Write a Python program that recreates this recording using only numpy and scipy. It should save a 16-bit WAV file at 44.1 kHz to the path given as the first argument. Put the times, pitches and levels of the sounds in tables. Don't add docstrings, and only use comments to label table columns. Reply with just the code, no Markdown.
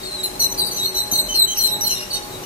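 import sys
import numpy as np
from scipy import signal
from scipy.fft import rfft, irfft, next_fast_len
from scipy.io import wavfile
from scipy.ndimage import uniform_filter1d, map_coordinates

SR = 44100
rng = np.random.default_rng(int(sys.argv[2]) if len(sys.argv) > 2 else 0)


def attenuation_scalar(level_db):
    decades = np.asarray(level_db, float) / 20
    return 10 ** decades


def pcm_store(signal):
    levels = np.round(np.clip(np.atleast_2d(signal), -1, 1) * 32767)
    wavfile.write(sys.argv[1], SR, levels.astype(np.int16).T)


N = 108045
SPAN = SR // 4
T = np.arange(SPAN) / SR
FALL_CURVE = 2.537
TREMBLE_RATE, BREATH_RATE, FLUTTER_RATE = 120, 700, 90
JITTER_HZ = 8

HIGH_DB = [4.5, -4.5, -8]


def unit(x):
    return x / np.sqrt(np.mean(x ** 2) + 1e-20)


def along(points, hz):
    f, v = np.transpose(points)
    return np.interp(np.log(hz + 1), np.log(f + 1), v)


def wobble(rate, size):
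    return map_coordinates(rng.standard_normal(2000), [np.arange(size) * rate / SR])


def filtered(x, response):
    m = next_fast_len(N + 8192)
    return irfft(rfft(x, m) * response(np.fft.rfftfreq(m, 1 / SR)), m)[..., :N]


def turns(hz, jitter_hz, rate):
    return 2 * np.pi * np.cumsum(hz + jitter_hz * wobble(rate, SPAN)) / SR


def fall(hz, fall_hz, length, curve=FALL_CURVE):
    return hz + fall_hz * np.clip(1 - T / length, 0, 1) ** curve


def release_db(length):
    return -20 * np.clip(T - length, 0, 1) / 0.0025


def swell(length, rise):
    swell_db = -5 * np.clip(1 - T / (rise * length), 0, 1)
    flutter_db = 3.2 * wobble(FLUTTER_RATE, SPAN)
    return np.clip(T / 0.0042, 0, 1) * attenuation_scalar(swell_db + release_db(length) + flutter_db)


def overtones(phase, dbs, order, breath=.2):
    total = 0
    for n, db in enumerate(dbs, order):
        level = attenuation_scalar(db + 0.81 * wobble(FLUTTER_RATE, SPAN))
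        roughness = 1 + breath * n ** .9 * wobble(BREATH_RATE, SPAN)
        total = total + level * roughness * np.sin(n * phase)
    return total


def mixing(start_s, high):
    # start_s, low_pitch_hz
    mixed = [(.228, 2820), (.395, 2960), (.94, 2900), (1.135, 3020), (1.59, 3080), (1.84, 3060),
             (2.105, 3090)]
    mixed_db = [-3.5, -14.5, -24, -12, -9.5, -3, -33]
    # times_high, times_low, level_db
    products = [(0, 1, -15), (1, 1, -8), (2, 1, 0), (3, 1, -9), (2, -1, -16), (3, -1, -16), (4, -1, -26)]
    total = 0
    for (at, low_hz), call_db in zip(mixed, mixed_db):
        if abs(at - start_s) < .008:
            low = turns(low_hz, 20, TREMBLE_RATE)
            for a, b, db in products:
                unsteady = attenuation_scalar(5.6 * wobble(BREATH_RATE / 2, SPAN))
                total = total + attenuation_scalar(call_db + db) * np.sin(round(a) * high + round(b) * low) * unsteady
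    return total


def high_voice(table, overtone_db, curve=FALL_CURVE):
    for s, length, hz, fall_hz, db in table:
        high = turns(fall(hz, fall_hz, length, curve), JITTER_HZ, TREMBLE_RATE)
        x = overtones(high, overtone_db, order=1) + mixing(s, high)
        yield s, attenuation_scalar(db) * swell(length, .5) * x


def far_calls():
    # start_s, length_s, final_pitch_hz, fall_hz, level_db
    far = [(0, 0.072, 3790, 19, -31.5), (0.026, 0.12, 4120, 400, -29.5), (0.155, 0.075, 3820, 290, -26),
           (0.442, 0.1, 3820, 45, -40), (1.795, 0.024, 3700, 230, -35), (1.94, 0.044, 3700, 220, -30),
           (2.103, 0.0505, 4397, 155, -19.5), (2.097, 0.071, 3786, 340, -28.5),
           (2.295, 0.061, 3810, 260, -37)]
    far_db = [-4, -12, -27]
    return high_voice(far, far_db)


def ports(pair, response):
    # pitch_hz, likeness (0 to 1)
    alike = [(60, 0.92), (150, 1), (380, 0.69), (800, 0.38), (1500, 0.29), (3000, 0.023)]
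    # pitch_hz, lead_radians
    lag = [(60, 0.058), (380, 0.76), (800, 1.1), (1500, 3.12), (3000, 1.3)]

    def blend(hz):
        angle = np.arccos(np.clip(along(alike, hz), 0, 1)) / 2
        return response(hz) * [np.cos(angle), np.sin(angle)]

    def lead(hz):
        return np.exp(.5j * along(lag, hz) * np.array([[1], [-1]]))

    mid, side = filtered(pair, blend)
    return unit(filtered(np.array([mid + side, mid - side]), lead)) * attenuation_scalar([[.9], [-.9]])


def town():
    # pitch_hz, density_db
    rumble = [(12, -40), (28, -37), (45, 2.5), (70, -27), (105, -7.5), (300, -7.5), (800, -11.5),
              (1200, -15), (1600, -96)]
    # pitch_hz, density_db
    hiss = [(710, -99), (1200, -4), (3430, -9.5), (3870, -5), (4750, -10.5), (5770, -9), (11700, -12),
            (15000, -11.5), (16000, -48)]

    def rush(points):
        return ports(rng.standard_normal((2, N)), lambda hz: attenuation_scalar(along(points, hz)))

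    rumble_level = attenuation_scalar(-37.2 + 1.4 * wobble(4.64, N))
    hiss_level = attenuation_scalar(-37 + 0.13 * wobble(4.0, N))
    return rumble_level * rush(rumble) + hiss_level * rush(hiss)


def machine():
    # pitch_hz, width_hz, level_db
    hum = [(44.7, 20, -51), (91, 18, -56), (370.7, 5.3, -42.5), (392.8, 10.3, -46.5), (602.7, 3.3, -48),
           (832.6, 2.35, -42.5), (1082, 4.5, -53.5)]

    def line(centre, width):
        return ports(rng.standard_normal((2, N)), lambda hz: 1 / (1 + ((hz - centre) / width) ** 2))

    return sum(attenuation_scalar(db) * line(hz, width) for hz, width, db in hum)


def high_calls():
    # start_s, length_s, final_pitch_hz, fall_hz, level_db
    high = [(0.228, 0.041, 4052, 230, -24.5), (0.394, 0.053, 4056, 377, -21.5),
            (0.578, 0.048, 3990, 278, -26), (.632, 0.045, 3920, 73, -33.5), (0.757, 0.083, 3840, 434, -28),
            (0.828, 0.039, 4223, 98, -28.5), (.882, 0.014, 4260, -120, -26.5),
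            (.94, 0.069, 3964, 198, -24.5), (0.97, 0.05, 4098, 200, -26), (1.035, 0.055, 4170, -110, -40),
            (1.108, 0.087, 3864, 185, -32), (1.133, 0.072, 4169, 149.5, -20.5),
            (1.222, 0.031, 4146, 15, -30), (1.59, 0.0665, 4125, 171, -20.5), (1.67, 0.071, 3900, 33, -24),
            (1.837, .048, 4155, 169, -26), (1.9, 0.031, 4115, 24, -26), (2.208, 0.013, 4410, 23, -46)]
    return high_voice(high, HIGH_DB)


def low_calls():
    # start_s, length_s, pitch_hz, octave_level_db, fundamental_over_octave_db
    low_table = [(0.392, 0.046, 2996, -27.5, -33), (0.497, 0.034, 3000, -30, -29),
                 (0.713, 0.066, 3060, -28.5, -22), (0.798, 0.084, 3000, -38, -15),
                 (0.947, 0.047, 2957, -28.5, -21), (1.112, 0.031, 3064, -24, -21),
                 (1.57, 0.026, 2955, -22, -19.5), (1.568, 0.11, 3115, -48.5, 9),
                 (1.807, 0.035, 2910, -23.5, -28), (1.89, 0.012, 3090, -34, 5.5),
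                 (1.903, 0.047, 2790, -31, -1.5), (1.965, 0.071, 2832, -39, 2.5),
                 (2.127, 0.033, 2970, -33, -4), (2.432, 0.023, 2910, -36.5, -5.5)]
    low_db = [3, -18.5, -3, -25]
    for s, length, hz, db, first_db in low_table:
        low = turns(fall(hz, 35.9, length), 17.7, TREMBLE_RATE)
        yield s, attenuation_scalar(db) * swell(length, 0.14) * overtones(low, [first_db, *low_db], order=1)


def rasps():
    # start_s, top_pitch_hz, level_db
    rasp_table = [(.42, 3060, -45), (0.511, 3000, -61), (0.754, 3075, -42), (1.329, 3080, -38.5),
                  (1.534, 3123, -41), (1.65, 3100, -39.5), (1.891, 3150, -35.5), (1.98, 2830, -45),
                  (2.138, 3047, -41)]
    length_s = 0.038
    for s, hz, db in rasp_table:
        low = turns(hz * (1 - 0.15 * np.clip(T / length_s, 0, 1)), 120, BREATH_RATE)
        yield s, attenuation_scalar(db) * swell(length_s, 0.067) * overtones(low, [-2.5, 7, -39, -1.5], order=1)


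def hoarse_calls():
    # start_s, length_s, final_pitch_hz, fall_hz, level_db
    hoarse = [
        (0.573, 0.036, 4560, 60.5, -25),
        (0.643, 0.036, 4507, 122, -26.5),
        (0.702, 0.025, 4380, 29.5, -32.5),
    ]
    for s, length, hz, fall_hz, db in hoarse:
        high = turns(fall(hz, fall_hz, length), 80, BREATH_RATE)
        yield s, attenuation_scalar(db) * swell(length, 0.42) * overtones(high, [0, -5, -13], order=1, breath=0.53)


def flares():
    # start_s, length_s, pitch_hz, level_db
    flare_table = [
        (.853, 0.012, 4220, -14),
        (.992, 0.014, 4040, -20),
        (1.645, 0.019, 4100, -18),
        (1.866, 0.019, 4170, -18),
    ]
    for s, length, hz, db in flare_table:
        high = turns(hz, JITTER_HZ, TREMBLE_RATE)
        yield s, attenuation_scalar(db) * swell(length, 0.69) * overtones(high, [0, -16, -18], order=1)


def bump():
    t = np.arange(N) / SR - 1.1257
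    rebound_s = 0.0105

    def push(u):
        ring = np.sin(2 * np.pi * 225 * u + 1.2) + attenuation_scalar(-7) * np.sin(2 * np.pi * 700 * u)
        return np.clip(u / 0.00042, 0, 1) * attenuation_scalar(-60 * np.abs(u) / .018) * ring

    return attenuation_scalar(-16.5) * (push(t) - attenuation_scalar(-3) * push(t - rebound_s)) * attenuation_scalar([[1.2], [-1.2]])


def whistles():
    # start_s, length_s, final_pitch_hz, fall_hz, level_db
    notes_heard = [
        (1.284, 0.049, 3044, 67, -23.5),
        (1.469, 0.068, 3120, -67, -22.5),
    ]
    whistle_db = [-2.5, -16.5, -20.5, -22]
    for s, length, hz, fall_hz, db in notes_heard:
        phase = turns(fall(hz, fall_hz, length), 12, TREMBLE_RATE)
        level = attenuation_scalar(release_db(length) + 0.49 * wobble(FLUTTER_RATE, SPAN))
        shape = np.clip(T / 0.0084, 0, 1) * level
        yield s, attenuation_scalar(db) * shape * (np.sin(phase) + overtones(phase, whistle_db, order=2))


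def slides():
    # start_s, length_s, final_pitch_hz, fall_hz, level_db
    slide_table = [
        (1.339, 0.097, 3963, 350, -19.5),
    ]
    return high_voice(slide_table, HIGH_DB, curve=1.1)


def yard(left_db, wet_db):
    t = np.arange(SR // 3) / SR
    tail = rng.standard_normal((2, len(t))) * attenuation_scalar(-60 * t / 0.55) * np.clip(t / 0.0035, 0, 1)
    answer = attenuation_scalar(-6.5) * tail / np.linalg.norm(tail[0])
    when, size = rng.random((2, 6)), rng.standard_normal((2, 6))
    early = (40 + when * .03 * SR).astype(int)
    answer[[[0], [1]], early] += attenuation_scalar(-2.5) * size / 6 ** .5
    wall = (.021 * SR * (1 + .1 * rng.random(2))).astype(int)
    answer[[0, 1], wall] += attenuation_scalar(-11.5)
    answer *= attenuation_scalar(wet_db)
    answer[[0, 1], [3, 0]] += 1
    return answer * attenuation_scalar([[left_db / 2], [-left_db / 2]])


def flock():
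    # start_s, left_over_right_db
    swing = [(0.0, 4), (0.42, 1.5), (1.57, 0), (1.58, 4.5), (1.66, -2.5), (1.92, 2.5), (2.11, -2),
             (2.14, 3.0), (2.45, 5)]
    calls = [*far_calls(), *high_calls(), *low_calls(), *rasps(), *hoarse_calls(), *slides()]
    close = [*flares(), *whistles()]
    out = np.zeros((2, N + SR))
    for group, wet_db in ((calls, 0), (close, -6)):
        for s, x in group:
            left_db = np.interp(s, *np.transpose(swing))
            heard = signal.fftconvolve(x[None], yard(left_db, wet_db), axes=1)
            out[:, max(round(s * SR), 0):][:, :heard.shape[1]] += heard
    return out[:, :N]


def starved(x):
    # pitch_hz, level_under_treble_db
    gate = [(2000, -80), (3300, -40.5), (5000, -43.5), (8000, -43), (12000, -47.5), (13500, -33),
            (16000, -41.5)]
    frame, bins = 2048, 14
    hz, _, z = signal.stft(x, SR, nperseg=frame)
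    power = np.mean(np.abs(z) ** 2, 0)
    edges = np.arange(0, len(hz), bins)
    scatter_db = 1.8 * uniform_filter1d(rng.standard_normal((len(edges), power.shape[1])), 2, 1)
    band = np.add.reduceat(power, edges, 0) / bins * attenuation_scalar(2 * scatter_db)
    band = np.repeat(band, bins, 0)[:len(hz)]
    treble = uniform_filter1d(power[hz > 2500].sum(0), 3, origin=1)
    over_db = 10 * np.log10(band / treble + 1e-20) - along(gate, hz)[:, None]
    kept = z / (1 + attenuation_scalar(-np.clip(30 * over_db, -100, 100)))
    return signal.istft(kept, SR, nperseg=frame)[1][:, :N]


def scene():
    return flock() + town() + machine() + bump()


def band_limit(x):
    return signal.sosfilt(signal.butter(12, 16120, fs=SR, output="sos"), x)


def record(dry):
    heard = filtered(dry, lambda hz: hz < 15900)
    mix = starved(heard)
    return band_limit(mix)


dry = scene()
out = record(dry)
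pcm_store(out)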